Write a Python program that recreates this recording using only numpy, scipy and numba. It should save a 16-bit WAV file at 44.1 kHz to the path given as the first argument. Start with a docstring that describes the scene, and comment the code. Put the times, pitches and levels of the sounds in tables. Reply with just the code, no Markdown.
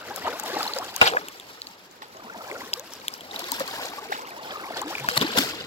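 """Water gurgles and swishes round a paddle while far rapids hiss on all sides.
A small boat moves along a river, one stroke a second on alternate sides. Each blade drags air
under, which rings as bubbles, and throws spray. Drops and sheets of water fall back, and the
shaft knocks the hull once. Two microphones a hand apart hear it all."""
import sys
import numpy as np
from scipy import signal
from scipy.fft import rfft, irfft, next_fast_len
from scipy.io import wavfile
from scipy.ndimage import uniform_filter1d, map_coordinates
from numba import njit

SR = 44100
rng = np.random.default_rng(int(sys.argv[2]) if len(sys.argv) > 2 else 0)


def store_pcm(level_fs):
    """Save levels as 16-bit WAV."""
    pcm = np.round(np.clip(level_fs, -1, 1) * 32767).astype(np.int16)
    wavfile.write(sys.argv[1], SR, np.atleast_2d(pcm).T)


N = 249606
TOP_HZ = 16990  # highest pitch let through
SIDES = np.array([[.5], [-.5]])  # splits a difference between left and right

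# Paddle strokes; lag is how much later the left microphone hears the blade:
# start_s, first_lag_ms, last_lag_ms, extra_glug_db, extra_spray_db, left_over_right_db
STROKES = [(0, 0.05, 0.12, 3, 0.5, 1.2), (1.008, -0.36, -0.22, 0, 1.5, -1.5),
           (1.9, 0.54, 0.018, 2, 4.5, 0.5), (3.001, -0.36, -0.14, 1.5, 1, 0),
           (4.082, 0.48, 0.083, -1.5, 3, 0.5), (5.06, -.3, -0.17, 12, -8, 1)]


def amp(db):
    """Turns decibels into a gain."""
    return 10 ** (np.asarray(db) / 20)


def unit(x):
    """Scales a signal to an average power of 1."""
    return x / np.sqrt(np.mean(x ** 2) + 1e-20)


def along(points, hz):
    """Reads between (pitch_hz, value) points on a log pitch scale."""
    pitches, values = np.transpose(points)
    return np.interp(np.log(hz + 1), np.log(pitches + 1), values)


def curves(rows):
    """One value per sample for each column after the time."""
    time_s, *columns = np.transpose(rows)
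    return [np.interp(np.arange(N) / SR, time_s, column) for column in columns]


def filtered(x, response):
    """Gives each pitch in x the gain response(hz)."""
    size = next_fast_len(N + 8192)
    return irfft(rfft(x, size) * response(np.fft.rfftfreq(size, 1 / SR)), size)[..., :N]


def wobble(rate):
    """A smooth curve through `rate` random values a second."""
    return map_coordinates(rng.standard_normal(int(N * rate / SR) + 4), [np.arange(N) * rate / SR])


def patchy_noise(depth_db, channels=1):
    """White noise with louder and softer patches in time and pitch."""
    grid = signal.stft(rng.standard_normal((channels, N)), nperseg=256)[2]
    patches = uniform_filter1d(rng.standard_normal(grid.shape[1:]), size=4, axis=0)
    patches = uniform_filter1d(patches, size=5, axis=1)
    return signal.istft(grid * amp(depth_db * unit(patches)), nperseg=256)[1][:, :N]


def blade_lag_ms(time_s):
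    """The blade sweeps back, so its delay between the microphones slides through each stroke."""
    start_s, first_ms, last_ms = np.transpose(STROKES)[:3]
    k = np.clip(np.searchsorted(start_s, time_s, side="right") - 1, 0, None)
    progress = (time_s - start_s[k]) / np.diff(np.append(start_s, N / SR))[k]
    return first_ms[k] + np.sqrt(np.abs(progress)) * (last_ms[k] - first_ms[k])


def stroke_character():
    """Each stroke's extra glug, spray and lean to the left in dB, blended over one second."""
    start_s, *_, glug_db, spray_db, lean_db = np.transpose(STROKES)
    k = np.clip(np.searchsorted(start_s, np.arange(N) / SR) - 1, 0, None)
    return uniform_filter1d(np.array([glug_db[k], spray_db[k], lean_db[k]]), size=SR, axis=1)


@njit
def add_bubbles(out, start_s, life_s, hz, rise, gain, attack, fade):
    """Each bubble is a fading sine that glides `rise` octaves per life as it nears the surface."""
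    for mic in range(2):
        for k in range(len(hz)):
            first = int(start_s[mic, k] * SR) + 1
            slope = rise[k] * np.log(2) / life_s[k] + 1e-3
            for i in range(max(first, 0), min(first + int(2 * life_s[k] * SR), out.shape[1])):
                t = i / SR - start_s[mic, k]
                age = t / life_s[k]
                shape = (1 - np.exp(-age / attack)) * np.exp(-fade * age * age)
                phase = 2 * np.pi * hz[k] * (np.exp(slope * t) - 1) / slope
                out[mic, i] += gain[mic, k] * shape * np.sin(phase)


def bubbles(start_s, life_s, hz, rise, db, lag_ms, attack, fade, pan_db=0):
    """Stereo bubbles, later on the left by lag_ms and louder there by pan_db."""
    out = np.zeros((2, N))
    arrival_s = start_s + SIDES * lag_ms / 1000
    add_bubbles(out, arrival_s, life_s, hz, rise, amp(db + SIDES * pan_db), attack, fade)
    return out


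def froth(tone, count, cycles, rise, spread_db, scatter_ms, hiss_db, patchy_db=2):
    """A swarm of random bubbles round the blade, over the hiss of those too small to tell apart."""
    when, pitch, size, span, place = rng.random((count, 5)).T
    start_s = when * N / SR
    low_hz, high_hz = tone[1][0], min(tone[-2][0], TOP_HZ)
    hz = low_hz * (high_hz / low_hz) ** pitch
    db = along(tone, hz) + 20 * np.log10(hz) - spread_db * np.log(1 - .97 * size)  # few are loud
    life_s = cycles * (.4 + 1.2 * span) / hz
    lag_ms = blade_lag_ms(start_s) + scatter_ms * (2 * place - 1)
    swarm = bubbles(start_s, life_s, hz, rise * span ** 3, db, lag_ms,
                    attack=.1, fade=2, pan_db=-5 * lag_ms)
    near, around = patchy_noise(patchy_db)[0], patchy_noise(patchy_db, channels=2)
    samples = np.arange(N)
    lag_samples = blade_lag_ms(samples / SR) * SR / 1000
    direct = np.array([map_coordinates(near, [samples - side * lag_samples]) for side in SIDES])
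    scatter = lambda f: .45 + f / 7000  # banks and hull scatter the treble most
    hiss = direct + filtered(around, scatter)
    hiss = filtered(hiss, lambda f: amp(along(tone, f)) / np.hypot(1, scatter(f)))
    return unit(unit(swarm) + amp(hiss_db) * unit(hiss))


def paddle():
    """The blade stirs up four sizes of froth: the smaller the bubbles, the higher they ring."""
    # How loud the stirred water is: time_s, gurgle_db, swish_db
    stirring = [(0, -41, -46.5), (0.3, -39.5, -42.5), (0.45, -41.5, -41.5), (0.6, -43, -37),
                (0.85, -39.5, -43.5), (0.97, -49.5, -42.5), (1.12, -30.5, -45.5), (1.32, -50.5, -50),
                (1.6, -51, -50.5), (1.9, -60.5, -57.5), (2.3, -43.5, -54.5), (2.55, -39.5, -49.5),
                (2.9, -51, -49.5), (3.28, -46, -49), (3.36, -40, -40.5), (3.55, -40.5, -37.5),
                (3.72, -38, -39), (3.84, -37.5, -36), (3.95, -39.5, -46.5), (4.35, -41.5, -49.5),
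                (4.8, -38, -46.5), (5.0, -41.5, -40.5), (5.33, -37, -32), (5.66, -47.5, -40)]
    # The tone of each froth, from big bubbles to tiny ones: pitch_hz, level_db
    glug_tone = [(47, -11), (80, -12), (130, -14), (275, -4.5), (388, -4), (500, -4), (650, -15),
                 (1100, -120)]
    gurgle_tone = [(180, -55), (300, -18.5), (538, -11), (599, -9), (843, -5.5), (1800, -16.5),
                   (2200, -18.5), (2860, -23), (4840, -120)]
    swish_tone = [(820, -12), (1400, 6), (2150, 1), (2900, 4), (3890, 4), (4800, 2.5), (5980, -13.5),
                  (8000, -15), (10400, -120)]
    spray_tone = [(3240, -4.5), (5500, 5), (5960, -1), (9440, -16), (11900, -3.5), (16000, -8)]
    gurgle = froth(gurgle_tone, count=2000, cycles=12, rise=.3, spread_db=3, scatter_ms=.13, hiss_db=-5)
    glug = froth(glug_tone, count=500, cycles=6, rise=.25, spread_db=2.5, scatter_ms=.1, hiss_db=-1)
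    swish = froth(swish_tone, count=4000, cycles=12, rise=.15, spread_db=2.2, scatter_ms=.13, hiss_db=0)
    spray = froth(spray_tone, count=500, cycles=3, rise=0, spread_db=3.5, scatter_ms=.15, hiss_db=9.5,
                  patchy_db=1.5)
    gurgle_db, swish_db = curves(stirring)
    extra_glug_db, extra_spray_db, _ = stroke_character()
    usual_db = -40
    glug_db = -48.5 + 0.61 * (gurgle_db - usual_db) + extra_glug_db
    spray_db = -45 + (swish_db - usual_db) + extra_spray_db
    clumps_db = 1.7 * wobble(40) + 1.1 * wobble(160)  # water leaves the blade in clumps
    body, sheet, mist = splashes()
    # Stirring and splashes add as powers; amp(2 * db) is a power.
    return (np.sqrt(amp(2 * gurgle_db) + body) * gurgle
            + np.sqrt(amp(2 * glug_db) + 0.077 * body) * glug
            + np.sqrt(amp(2 * (swish_db + clumps_db)) + sheet) * swish
            + np.sqrt(amp(2 * (spray_db + 1.45 * clumps_db)) + mist) * spray)


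def rapids():
    """Far white water hisses, nearly alike on both sides in the bass, unrelated in the treble."""
    # The tone of the hiss: pitch_hz, level_db
    tone = [(15, -50), (25, 12), (503, 14), (775, 14.5), (1020, 17.5), (1840, 12), (4490, 6), (7710, -3.5),
            (8830, -72), (13200, -28), (16000, -24)]
    # How alike left and right are: pitch_hz, likeness (1 = the same)
    likeness = [(100, 0.79), (500, 1), (1500, 0.017)]

    def response(hz):
        angle = np.arccos(np.clip(along(likeness, hz), -1, 1)) / 2
        return amp(along(tone, hz)) * [np.cos(angle), np.sin(angle)]

    middle, side = filtered(patchy_noise(1.0, channels=2), response)
    return amp(-54) * unit(np.array([middle + side, middle - side]))


def plinks_near_blade():
    """Notes ring near the blade: pockets of air it drags under and drops landing close by; most of them rise."""
    # Notes near the blade: start_s, life_ms, pitch_hz, rise_octaves, level_db
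    pockets = [(0.104, 26, 790, 0.094, -31.5), (0.252, 17, 654, 0.33, -23),
               (0.268, 8.9, 1270, -0.073, -19.5), (0.274, 95, 408, 0.79, -31), (0.278, 8.7, 887, 0.2, -16),
               (0.526, 90, 348, 0.71, -30.5), (0.567, 11, 818, 0.069, -18.5),
               (0.606, 7.5, 1310, -0.022, -20.5), (0.663, 7.7, 910, -0.13, -22),
               (0.762, 21, 506, 0.13, -25.5), (0.79, 58, 611, 1, -32), (0.815, 20.5, 942, 0.64, -29.5),
               (0.947, 48, 770, 0.97, -35.5), (1.115, 22, 428, -0.0057, -27.5),
               (1.136, 9.5, 520, -0.1, -19), (1.147, 37, 419, 0.65, -25.5), (1.149, 4.9, 786, -0.12, -18.5),
               (2.021, 4.3, 1900, 0.039, -33.5), (2.241, 43, 223, 0.15, -42), (2.298, 9.3, 1470, -0.1, -30),
               (2.499, 5.7, 900, 0.29, -26.5), (2.505, 91, 330, 1.24, -35), (2.514, 3, 2270, -0.15, -20.5),
               (2.518, 23, 474, 0.94, -31.5), (2.553, 14, 1440, -0.034, -32),
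               (2.607, 6.7, 1960, 0.083, -28.5), (2.616, 8.3, 975, 0.088, -28), (2.765, 71, 443, 0.62, -39),
               (3.341, 6.6, 790, 0.14, -29), (3.519, 26, 264, 0.1, -33.5), (3.522, 13, 942, -0.016, -23),
               (3.607, 17, 551, -0.071, -20.5), (3.787, 10, 300, 0.14, -33.5),
               (3.794, 8.6, 900, 0.25, -25.5), (3.846, 15.6, 466, 0.24, -29.5),
               (3.982, 16, 1133, 0.038, -26), (4.096, 18, 435, -0.099, -29), (4.121, 7.3, 804, 0.025, -17),
               (4.123, 7, 1455, 0.65, -17), (4.252, 4.9, 2570, 0.24, -33), (4.5082, 3.2, 3160, 0.2, -26),
               (4.557, 8.6, 1190, 0.043, -24), (4.636, 8, 1030, 0.11, -30.5), (4.708, 7, 740, -0.15, -25),
               (4.745, 3, 4310, 0.1, -29), (4.793, 8, 3660, -0.11, -27), (4.818, 6, 980, 0.13, -20.5),
               (4.832, 7.5, 1200, -0.036, -25), (4.844, 63, 276, 0.33, -30), (4.9, 45, 616, 1.4, -31),
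               (5.001, 105, 133, 0.069, -38), (5.044, 12, 965, 0.026, -26.5),
               (5.111, 49, 487, -0.00085, -30.5), (5.17, 31, 134, 0.2, -26.5), (5.211, 9.9, 215, 0.28, -18),
               (5.223, 8.8, 900, 0.48, -21), (5.226, 11, 230, 0.19, -19), (5.245, 14.6, 295, 0.16, -18.5),
               (5.376, 8.2, 226, 0.26, -15.5), (5.39, 24.6, 248, 0.36, -18.5)]
    start_s, life_ms, hz, rise, db = np.transpose(pockets)
    notes = bubbles(start_s, life_ms / 1000, hz, rise, db, blade_lag_ms(start_s), attack=.07, fade=1.5)
    return notes * amp(1.8 * wobble(200))  # the churning water shakes each note


def drops():
    """Each drop hits the water with a crack, then the small hollow it makes rings briefly."""
    # Falling drops: start_s, ring_db, pitch_hz, ring_ms, crack_db
    falls = [(0.161, -43, 1450, 6, -7.5), (0.3979, -21.5, 7000, 3, -7.5), (0.4355, -28.5, 7150, 4, -17),
             (0.63, -15, 4640, 3.8, -18), (0.6772, -20, 4090, 9.5, -34), (0.736, -17.5, 4160, 4.3, -23),
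             (0.786, -19.5, 4800, 4.6, -14), (0.9632, -19, 5540, 1.1, -3.5), (1.0075, -33, 4020, 3.3, -29),
             (1.1358, -15.5, 1260, 4, -29), (1.157, -40, 5100, 4, -21), (1.1694, -8, 1570, 9.1, -25),
             (1.285, -23.5, 2750, 2.1, -13), (1.3988, -29, 3420, 4, -22.5), (1.6185, -20, 4200, 2.4, -25),
             (1.67, -24.5, 4300, 2.7, -28), (2.7334, -10.5, 3120, 1.6, -18), (2.7373, -9.5, 4810, 2.4, -8),
             (2.796, -30, 5760, 3, -13.5), (2.936, -29, 5570, 3.4, -19), (3.082, -9.5, 3300, 2, -5),
             (3.139, -24.5, 5100, 4, -20.5), (3.208, -28.5, 3060, 3.9, -22), (3.311, -28.5, 3650, 8.4, -45),
             (3.361, -21.5, 3750, 7.8, -18), (3.393, -24, 4500, 4, -11), (3.442, -24, 3700, 4, -21),
             (3.5183, -18.5, 4100, 5.4, 0.5), (3.5976, -29, 1600, 6, -9.5), (3.678, -23, 4230, 3, -16),
             (4.816, -29.5, 7000, 4.2, -14), (4.952, -18, 2300, 7.4, -37), (4.981, -24, 2200, 8.5, -41),
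             (4.9982, -27.5, 2250, 11, -17), (5.0876, -4.5, 1500, 3.6, -10), (5.209, -22, 4250, 3, -22),
             (5.2137, -6, 3500, 2.5, -10)]
    # The notes of a hollow: pitch_multiple, level_db
    hollow_notes = [(1, 0), (1.5, -19.5)]
    start_s, ring_db, hz, ring_ms, crack_db = np.transpose(falls)
    lag_ms = -0.307  # drops land on the left
    rise_octaves = np.full(len(falls), 0.21)
    ring = sum(bubbles(start_s, ring_ms / 1000, multiple * hz, rise_octaves, ring_db + note_db, lag_ms,
                       attack=0.026, fade=4.3) for multiple, note_db in hollow_notes)
    ring *= amp(1.5 * np.array([wobble(1500), wobble(1500)]))  # ripples roughen the ring
    cracks, t = np.zeros((2, N + SR)), np.arange(600) / SR
    for hit_s, db in zip(start_s - .0002, crack_db):
        shape = amp(db - 60 * t / 0.0074) * (1 - np.exp(-t / 0.00063))
        puff = shape * rng.standard_normal(len(t))
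        for mic, side in enumerate((.5, -.5)):
            cracks[mic, round((hit_s + side * lag_ms / 1000) * SR):][:len(t)] += puff
    # The tone of a crack: pitch_hz, level_db
    crack_tone = [(500, -53), (3000, -11), (6500, -2.5), (9500, -11.5), (13000, -5.0)]
    return ring + filtered(cracks[:, :N], lambda f: amp(along(crack_tone, f)))


def splashes():
    """Sheets of water land: the power they add to the low, middle and high froth swells, then dies."""
    # Landings: peak_s, level_db, rise_ms (to climb 25 dB), fade_ms (to fall 60 dB),
    # extra_spray_db, extra_body_db
    landings = [(0.273, -39, 120, 250, -24, 12), (0.58, -40.5, 280, 490, -19, 11.5),
                (0.763, -34, 2.1, 130, -14, 5.5), (1.0134, -16.5, 0.4, 160, -10.5, 3),
                (1.077, -17.5, 102, 107, -15, -5.5), (2.02, -39, 3.8, 110, -12, 0),
                (2.499, -38.5, 1, 36, -22, 7), (3.342, -37, 2.6, 71, -15, 0.5),
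                (3.608, -40.5, 40, 97, 4, 13.5), (4.12, -32.5, 7.2, 330, -9, -4),
                (4.5, -41, 140, 550, -27, 4), (4.772, -33.5, 42, 250, -10, -0.5),
                (5.087, -27.5, 1.8, 230, -6, -6.5), (5.177, -16.5, 22.5, 19, -3.5, -3.5),
                (5.222, -23.5, 25, 64, -7, 5.5), (5.377, -19, 24, 34, -2.5, -2.5),
                (5.387, -15, 11, 36, 0, -7), (5.406, -26.5, 18, 350, -0.5, -6)]
    t, power = np.arange(N) / SR, np.zeros((3, N))
    for peak_s, db, rise_ms, fade_ms, spray_db, body_db in landings:
        after_ms = 1000 * (t - peak_s)
        shape = amp(db + np.where(after_ms < 0, 25 * after_ms / rise_ms, -60 * after_ms / fade_ms))
        power += (amp([[body_db], [0], [spray_db]]) * shape) ** 2
    return power


def hull_knock():
    """The shaft hits the long hull; each microphone hears its notes at its own strengths and phases."""
    # The hull's notes: pitch_hz, level_db, fade_s (to fall 60 dB)
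    hull_notes = [(105, -7, 0.076), (255, -5, 0.059), (467, -8, 0.36), (623, -3.5, 0.093), (850, -6, 0.086),
                  (1442, 9, 0.06), (2420, 16, 0.033), (2754, 19, 0.027)]
    start_s, level_db = 1.0132, -15
    out, t = np.zeros((2, N)), np.arange(SR // 4) / SR
    onset = amp(level_db) * (1 - np.exp(-t / 0.001))
    for mic, lag_samples in enumerate((0, 9)):
        ring = sum(amp(db + rng.normal(0, 1.5) - 60 * t / fade_s)
                   * np.sin(2 * np.pi * hz * t + rng.normal(0, hz / 4000))
                   for hz, db, fade_s in hull_notes)
        out[mic, round(start_s * SR) + lag_samples:][:len(t)] = onset * ring
    return out


def scene():
    """The boat's sounds lean a little left or right with the strokes, over the steady rapids."""
    lean = amp(SIDES * stroke_character()[2])
    return lean * (paddle() + plinks_near_blade() + drops() + hull_knock()) + rapids()


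def record(dry):
    """The microphones lose the deepest bass; their input squashes loud peaks and cuts the top treble."""
    # The right microphone is muffled in the treble: pitch_hz, left_over_right_db
    balance = [(60, -1.5), (1200, 2), (3300, -0.5), (5500, -0.5), (7200, 16.5), (10000, 13.5), (15000, 5.5)]
    bass_cut = lambda hz: hz ** 2 / (hz ** 2 + 55 ** 2)
    treble_cut = lambda hz: amp(np.interp(hz, [15800, TOP_HZ], [0, -45])) * (hz < TOP_HZ)
    heard = filtered(dry, lambda hz: bass_cut(hz) * amp(SIDES * along(balance, hz)))
    squashed = heard / (1 + np.abs(heard / .95) ** 6) ** (1 / 6)
    return filtered(squashed, treble_cut)


dry = scene()
out = record(dry)
store_pcm(out)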